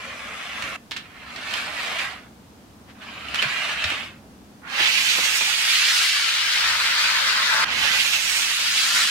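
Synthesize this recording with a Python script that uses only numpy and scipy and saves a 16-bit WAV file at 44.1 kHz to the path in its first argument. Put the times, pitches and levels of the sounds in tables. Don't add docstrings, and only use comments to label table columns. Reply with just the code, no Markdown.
import sys
import numpy as np
from scipy import signal
from scipy.fft import rfft, irfft, next_fast_len
from scipy.io import wavfile
from scipy.ndimage import uniform_filter1d, map_coordinates

SR = 44100
rng = np.random.default_rng(int(sys.argv[2]) if len(sys.argv) > 2 else 0)


def master(y):
    cut = np.clip(np.atleast_2d(y).T, -1, 1)
    pcm = np.round(cut * 32767)
    wavfile.write(sys.argv[1], SR, pcm.astype(np.int16))


N = 401310
TIME = np.arange(N) / SR
CURVE_AT_S, CURVE_BLEND_S = 0.97, 0.21
FAR_AT_S, FAR_BLEND_S = 1.97, 0.22


def amp(db):
    return np.exp(np.asarray(db) * (np.log(10) / 20))


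def unit(x):
    return x / np.sqrt(np.mean(x ** 2) + 1e-20)


def along(points, hz):
    f, v = np.transpose(points)
    return np.interp(np.log(hz + 1), np.log(f + 1), v)


def curves(rows):
    s, *cols = np.transpose(rows)
    return [np.interp(TIME, s, c) for c in cols]


def wobble(rate):
    knots = rng.standard_normal(int(N * rate / SR) + 4)
    coarse_time = TIME[::32]
    return np.interp(TIME, coarse_time, map_coordinates(knots, [coarse_time * rate]))


def bell(t, centre_s, half_s):
    return np.exp(-np.minimum(((t - centre_s) / half_s).astype(np.float32) ** 2 / 2, 20))


def step(t, at_s, blend_s):
    return .5 + .5 * np.tanh((t - at_s) / blend_s)


def surges(rows):
    rows = np.array(rows)
    return rows[:, 2:].T @ np.array([bell(TIME, s, half) for s, half in rows[:, :2]])


def filtered(x, response):
    n = x.shape[-1]
    m = next_fast_len(n + 8192, True)
    gain = response(np.fft.rfftfreq(m, 1 / SR)).astype(np.float32)
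    return irfft(rfft(x.astype(np.float32), m) * gain, m)[..., :n]


def below(hz, edge_hz):
    return 1 / np.sqrt(1 + (hz / edge_hz) ** 10)


def above(hz, edge_hz):
    return np.sqrt(1 - below(hz, edge_hz) ** 2)


def band(hz, centre_hz, octaves):
    return np.exp(-(np.log2((hz + 1) / centre_hz) / octaves) ** 2 / 2)


def pair(size, side_db):
    mid, side = rng.standard_normal((2, size))
    side = amp(side_db) * side
    return unit(np.array([mid + side, mid - side]))


def add(out, s, sound):
    start = round(s * SR)
    sound = sound[:, max(-start, 0):]
    part = out[:, max(start, 0):][:, :sound.shape[1]]
    part += sound[:, :part.shape[1]]


def room_tone(air_db, hum_db):
    # (frequency [Hz], gain [dB])
    hiss_colour = [(100, -7), (350, -4.5), (600, -5), (1000, -3.5), (2000, -11), (5000, -14.5),
                   (15500, -24)]
    # (frequency [Hz], relative level [dB])
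    hum_tones = [(97, -66), (236, -65.5)]
    hiss = filtered(pair(N, side_db=-0.5), lambda hz: amp(along(hiss_colour, hz)))
    hum = np.zeros(N)
    for hz, db in hum_tones:
        swell = amp(db + 3.2 * wobble(3.9))
        hum += swell * np.sqrt(2) * np.sin(2 * np.pi * hz * TIME + 1.16 * wobble(5.6))
    return amp(air_db) * unit(hiss) + amp(hum_db) * hum


def boards():
    # (frequency [Hz], gain [dB])
    drum_colour = [(100, -53), (160, -8), (205, 2), (290, -3.5), (370, -10.5), (500, -12.5), (800, -16),
                   (2000, -76.5)]
    # (frequency [Hz], gain [dB])
    rumble_colour = [(20, -24), (40, -18), (65, 4), (100, -3.5), (140, 0), (220, -13.5), (500, -46),
                     (2000, -90)]
    # (time [s], half length [s], drumming gain [dB], rumble gain [dB])
    swells = [(0.678, 0.037, 5, 8), (3.347, 0.18, 3, 3), (4.2, 0.14, 3, 3.5), (6.747, 0.11, 2, 8.5),
              (7.303, 0.37, 6, 2.5), (7.755, 0.16, 8.5, 7), (8.05, 0.28, 5, 4), (9, 0.52, 7.5, 1)]
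    early_db, late_db = [-51, -55], [-62, -60.5]
    late = step(TIME, at_s=5.46, blend_s=0.35)
    drum_db, rumble_db = np.outer(early_db, 1 - late) + np.outer(late_db, late) + surges(swells)
    drumming = unit(filtered(pair(N, side_db=-15.5), lambda hz: amp(along(drum_colour, hz))))
    rumble = unit(filtered(pair(N, side_db=-15.5), lambda hz: amp(along(rumble_colour, hz))))
    return amp(drum_db) * drumming + amp(rumble_db) * rumble


def wheel_chatter(rate, spread_db, flutter_db, grind_db):
    count = int(rate * N / SR)
    place, strength, sign = rng.random((count, 3)).T
    size = amp(-spread_db * np.log(np.maximum(strength, .02))) * np.sign(sign - .5)
    impacts = unit(np.bincount((place * N).astype(int), size, N))
    grind = amp(grind_db) * rng.standard_normal((2, N))
    return (impacts + grind) * amp(flutter_db * wobble(60))


def ringing(t60):
    t = np.arange(SR // 16) / SR
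    ring = pair(len(t), side_db=1) * amp(-60 * t / t60)
    return ring / np.linalg.norm(ring[0])


def travelling(chatter, first, last, pan, t60, ring_db, lag_per_db):
    out, hop = np.zeros((2, N)), SR // 40
    window = np.sin(np.pi * np.arange(2 * hop) / (2 * hop))
    padded = np.pad(chatter, ((0, 0), (hop, 2 * hop)))
    begin = max(int(first * SR) - 2 * hop, -hop)
    end = min(int(last * SR) + 2 * hop, N)
    for start in range(begin, end, hop):
        lag = np.clip(-lag_per_db * pan[max(start, 0)], -16, 16)
        arrival = np.sinc(np.arange(40) - 20 - np.array([[lag], [-lag]]) / 2)
        stretch = padded[:, start + hop:start + 3 * hop] * window
        direct = signal.fftconvolve(stretch * window, arrival, axes=1)
        rung = signal.fftconvolve(stretch, amp(ring_db) * ringing(t60), axes=1)
        add(out, start / SR, direct)
        add(out, start / SR, rung)
    return out


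def patchy(x, depth_db):
    z = signal.stft(x, nperseg=1024)[2]
    field = uniform_filter1d(rng.standard_normal(z.shape[1:]), size=4, axis=0)
    field = uniform_filter1d(field, size=24, axis=1)
    return signal.istft(z * amp(depth_db * unit(field)), nperseg=1024)[1][:, :N]


def parts(chatter, colour):
    def response(hz):
        shell = above(hz, 350) * below(hz, 1610)
        bed = above(hz, 2076) * below(hz, 4410)
        tread = above(hz, 5880)
        return (np.array([shell, bed, tread]) * amp(along(colour, hz)))[:, None]

    first, last = np.flatnonzero(chatter[0])[[0, -1]]
    out = np.zeros((3, 2, N), np.float32)
    out[..., first:last] = filtered(chatter[:, first:last], response)
    return np.array([unit(x) for x in out])


def rolling(voices, levels_db, pan_db):
    sides = np.array([[.5], [-.5]])
    shell, bed, tread = voices * amp(np.float32(levels_db))[:, None]
    bed = bed * amp(-1.5 * sides)
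    return (shell + bed + tread) * amp(pan_db * sides)


def heard(first, last):
    return np.interp(TIME, [first - .026, first - .016, last + .014, last + .022], [0, 1, 1, 0])


def slow_run(run, voices, shell_db, bed_db, tread_db, pan_db):
    usual_db = -37
    effort = curves(run)[0] - usual_db
    levels = [shell_db + 0.71 * effort, bed_db + effort, tread_db + 1.01 * effort]
    return heard(run[0][0], run[-1][0]) * rolling(voices, usual_db + np.array(levels), pan_db)


def slow_cars():
    # (time [s], level [dB])
    coast = [(0.0, -40), (0.136, -39.5), (0.52, -37), (0.632, -34), (0.762, -36.5), (0.77, -65)]
    # (time [s], level [dB])
    first_push = [(1.06, -50.5), (1.08, -54), (1.578, -26), (1.722, -32.5), (1.83, -26.5), (1.978, -29.5),
                  (1.992, -24), (2.13, -37), (2.278, -59.5), (2.3, -71)]
    # (time [s], level [dB])
    second_push = [
        [(2.97, -59), (3.03, -43), (3.258, -39), (3.34, -34.5), (3.344, -31.5), (3.39, -28)],
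        [(3.47, -27.5), (3.73, -27), (3.746, -30.5), (3.908, -27.5), (4.05, -35.5), (4.18, -62)],
    ]
    # (frequency [Hz], gain [dB])
    coast_colour = [(180, -45), (300, -14), (360, -19), (562, 0), (937, -8), (1070, -0.5), (1390, -0.5),
                    (2040, -1), (4880, -16), (11300, -27), (15500, -41)]
    # (frequency [Hz], gain [dB])
    pushed_colour = [(400, -17), (520, -14.5), (630, -6.5), (900, -9), (1100, -5), (1550, -2), (1900, -1.5),
                     (2400, 0.5), (3700, -8), (4700, -12), (6000, -20.5), (9800, -27.5), (15500, -39)]
    chatter = wheel_chatter(rate=2600, spread_db=2.0, flutter_db=0.26, grind_db=0)
    second = np.vstack(second_push)
    rung = travelling(chatter, coast[0][0], second[-1][0], np.full(N, -.5),
                      t60=0.087, ring_db=-2.0, lag_per_db=3.0)
    rung = patchy(rung, depth_db=1.73)
    coasting, pushed = parts(rung, coast_colour), parts(rung, pushed_colour)
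    return (slow_run(coast, coasting, shell_db=-4.0, bed_db=-2.5, tread_db=-15.0, pan_db=0.5)
            + slow_run(first_push, pushed, shell_db=-5.5, bed_db=-5.5, tread_db=-17.0, pan_db=-1.8)
            + slow_run(second, pushed, shell_db=-6.5, bed_db=-3.5, tread_db=-17.5, pan_db=-1.4))


def clicks(t60, crack_t60, crack_db, modes_db, level_db):
    # (time [s], relative level [dB], boost of the bright ring [dB])
    tap_list = [(.556, -23, -12), (0.599, -24, -8), (.623, -11.5, -2), (.639, -23, -3), (.742, -25.5, 2),
                (0.9108, -15, 12), (0.9173, -10, 12), (.964, -13, -1), (.9685, -15.5, 6), (1.361, -17, 7),
                (1.51, -14, -3), (1.5384, -10, 5), (1.987, -19, -7), (3.019, -28, -5), (3.285, -20, -7),
                (3.345, -6.5, 1), (3.357, -9, -2), (3.4193, -10, 0), (3.425, -1.5, 0), (3.841, -5.5, 8),
                (3.8458, -16, 1), (3.902, -8, -3), (5.1035, -21, -2), (5.3403, -23, 2), (5.409, -8, -3)]
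    # (frequency [Hz], gain [dB])
    tap_colour = [(200, -45), (400, -25), (900, -12.5), (1500, -4), (2000, -6), (2700, -1), (3900, -10.5),
                  (5500, -18.5), (8000, -22.5), (15500, -41)]
    # (frequency [Hz], mean relative level [dB], t60 [s])
    car_modes = [(1453, -15, .15), (1760, -5, 0.065), (1880, -12, .12), (2230, -7, .055), (2820, -16, .06),
                 (3120, -11, .07), (3930, -13, .04), (3820, -9, .07), (4400, -10, .05), (5470, -15, .04)]
    out, t = np.zeros((2, N)), np.arange(SR // 8) / SR
    for s, db, bright_db in tap_list:
        def response(hz):
            return amp(along(tap_colour, hz) + bright_db * band(hz, centre_hz=4530, octaves=0.43))

        decay = amp(-60 * t / t60) + amp(crack_db - 60 * t / crack_t60)
        tap = filtered(pair(len(t), side_db=-3.5) * decay, response)
        ring = np.zeros((2, len(t)))
        for hz, mode_db, life in car_modes:
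            strength = amp(mode_db + rng.normal(0, 3.6, (2, 1)) - 60 * t / life)
            ring += strength * np.sin(2 * np.pi * (hz * t + rng.random((2, 1))))
        sound = tap / np.abs(tap).max() + amp(modes_db) * ring / np.abs(ring).max()
        add(out, s, amp(db + level_db) * sound)
    return out


def room(x):
    # (frequency [Hz], t60 [s])
    room_decay = [(200, 0.21), (2000, 0.29), (6000, 0.18), (14000, 0.18)]
    hz, t, z = signal.stft(rng.standard_normal((2, SR // 2)), SR, nperseg=256)
    tail = signal.istft(z * amp(-60 * t / along(room_decay, hz)[:, None]), SR, nperseg=256)[1]
    tail = np.pad(tail / np.linalg.norm(tail[0]), ((0, 0), (SR // 200, 0)))
    return signal.fftconvolve(x, tail, axes=1)[:, :N]


def rubs():
    # (time of the peak [s], half length [s], level [dB], centre [Hz], width [octaves])
    rub_list = [(2.903, 0.017, -47, 1500, 1), (3.399, 0.0097, -23, 3050, 0.04)]
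    out, t = np.zeros((2, N)), np.arange(SR) / SR - .5
    for s, half, db, centre_hz, octaves in rub_list:
        tone = unit(filtered(pair(SR, side_db=-1), lambda hz: band(hz, centre_hz, octaves)))
        add(out, s - .5, amp(db) * tone * np.exp(-(t / half) ** 2 / 2))
    return out


def knocks(t60):
    # (time [s], level before decay [dB], centre [Hz], width [octaves])
    knock_list = [(3.426, -36, 500, 0.95), (3.452, -38, 133, 0.21), (3.851, -37, 87.4, 0.18),
                  (3.916, -36, 300, 1.2), (4.221, -48, 700, 0.47), (4.805, -33, 374.3, 1.5),
                  (5.183, -27.5, 520, 1.2), (5.258, -43, 400, 1.1), (5.41, -33, 550, 1.4)]
    out, t = np.zeros((2, N)), np.arange(SR // 3) / SR
    onset = 1 - np.exp(-t / 0.00028)
    for s, db, centre_hz, octaves in knock_list:
        thud = unit(filtered(pair(len(t), side_db=-17), lambda hz: band(hz, centre_hz, octaves)))
        life = t60 * np.sqrt(500 / centre_hz)
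        add(out, s, thud * amp(db - 60 * t / life) * onset)
    return out


def course(age):
    # one value each for shell, track bed and treads [dB]
    full_speed_db = [-36, -25, -31.5]
    # shell, track bed, treads [dB]
    speed_db = [3.5, 16.5, 21.5]
    # shell, track bed, treads [dB]
    nearest_db = [4.5, 1, 5]
    # shell, track bed, treads [dB]
    far_db = [3, 0.3, 1]
    # shell, track bed, treads [dB per s]
    slowing_db = [2, -0.26, -1.77]
    gather_s = 0.21
    speed = 1 - np.exp(-(np.maximum(age, .001) / gather_s) ** 2)
    return (np.array(full_speed_db)[:, None] + np.outer(speed_db, np.log10(speed))
            + np.outer(nearest_db, bell(age, centre_s=1.358, half_s=0.15))
            + np.outer(far_db, step(age, FAR_AT_S, FAR_BLEND_S))
            + np.outer(slowing_db, np.maximum(age - CURVE_AT_S, 0)))


def waver(depth_db, rate):
    return depth_db * wobble(rate)


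def fast_cars():
    # (release [s], heard from [s], heard until [s], shell [dB], track bed [dB], treads [dB])
    free_runs = [(4.632, 4.64, 7.63, 0, -1, -1), (7.567, 7.665, 9.1, -1.5, -3, -1)]
    # (time [s], half length [s], gain of shell [dB], of track bed [dB], of treads [dB])
    jolts = [(4.816, 0.061, 7.5, 6.5, 0), (4.974, 0.025, -1, 3.5, -1), (5.1, 0.032, -0.5, 2.5, 1),
             (5.256, 0.012, 2.5, 1, 2), (5.368, 0.019, 0, -0.5, 4.5), (5.742, 0.064, 1, 2, 2.5),
             (6.1, 0.037, -4, 1, -1), (6.667, 0.077, 2.5, 1, .5), (7.027, 0.038, -0.5, 2, 1.5),
             (7.56, 0.054, 5, -2, 1.5), (7.695, 0.035, 6, 6, -4), (7.869, 0.1, 7.5, 4.5, -1),
             (8.012, 0.02, -2.5, 3.5, 1.5), (8.147, 0.016, 1, 5, 1.5), (8.365, 0.069, 1, 1, 2.5),
             (8.797, 0.023, -1, 4, 2), (8.986, 0.045, 3, 1, 2)]
    # (frequency [Hz], gain [dB])
    ramp_colour = [(180, -56), (300, -31), (384, -29), (543, -19), (685, -20), (877, -12.5), (1000, -14),
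                   (1780, -4.5), (2740, -0.5), (3510, -5), (4280, -5), (6460, -9), (8560, -15),
                   (13800, -22), (15500, -27)]
    # (frequency [Hz], gain [dB])
    curve_colour = [(400, -27), (650, -21.5), (900, -15.5), (1400, -3), (2000, 0.5), (3000, 2), (4700, -1),
                    (5400, -5.5), (6300, -10.5), (9500, -18), (15500, -30)]
    # (frequency [Hz], gain [dB])
    far_colour = [(180, -74), (300, -30), (360, -32), (517, -19.5), (808, -17), (907, -8), (985, -9),
                  (1540, -0.5), (2440, -4), (3180, -6), (4650, -4), (6050, -12.5), (13600, -30.5),
                  (15500, -31)]
    chatter = wheel_chatter(rate=4500, spread_db=2.5, flutter_db=0.36, grind_db=0.5)
    age, gain, car_db = np.zeros(N), np.zeros(N), np.zeros((3, N))
    for release, first, last, *parts_db in free_runs:
        gate = heard(first, last)
        louder = gate > gain
        age = np.where(louder, TIME - release, age)
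        car_db = np.where(louder, np.array(parts_db)[:, None], car_db)
        gain = np.maximum(gain, gate)
    ramp_pan_db, far_pan_db = -4.5, 2
    pan = ramp_pan_db + (far_pan_db - ramp_pan_db) * step(age, at_s=1.14, blend_s=0.52)
    rung = travelling(chatter, free_runs[0][1], free_runs[-1][2], pan,
                      t60=0.12, ring_db=0.0, lag_per_db=1.75)
    rung = patchy(rung, depth_db=-0.05)
    curve, far = step(age, CURVE_AT_S, CURVE_BLEND_S), step(age, FAR_AT_S, FAR_BLEND_S)
    voices = (1 - curve) * parts(rung, ramp_colour)
    voices = voices + curve * (1 - far) * parts(rung, curve_colour)
    voices = voices + curve * far * parts(rung, far_colour)
    levels_db = course(age) + car_db + surges(jolts) + waver(depth_db=0.23, rate=30)
    return gain * rolling(voices, levels_db, pan)


def narrowed(x, wide_hz):
    mid = x.mean(0)
    side = filtered((x[0] - x[1]) / 2, lambda hz: hz / np.hypot(hz, wide_hz))
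    return np.array([mid + side, mid - side])


def scene():
    taps = clicks(t60=0.068, crack_t60=0.015, crack_db=-1.5, modes_db=-9, level_db=-4.5)
    taps = taps * amp([[-1.5], [1.5]])
    cars = narrowed(slow_cars() + fast_cars() + rubs(), wide_hz=850)
    background = boards() + room_tone(air_db=-53.0, hum_db=-1.0)
    return cars + taps + amp(-4.0) * room(taps) + knocks(t60=0.11) + background


def record(dry):
    return filtered(dry, lambda hz: hz < 15800)


dry = scene()
out = record(dry)
master(out)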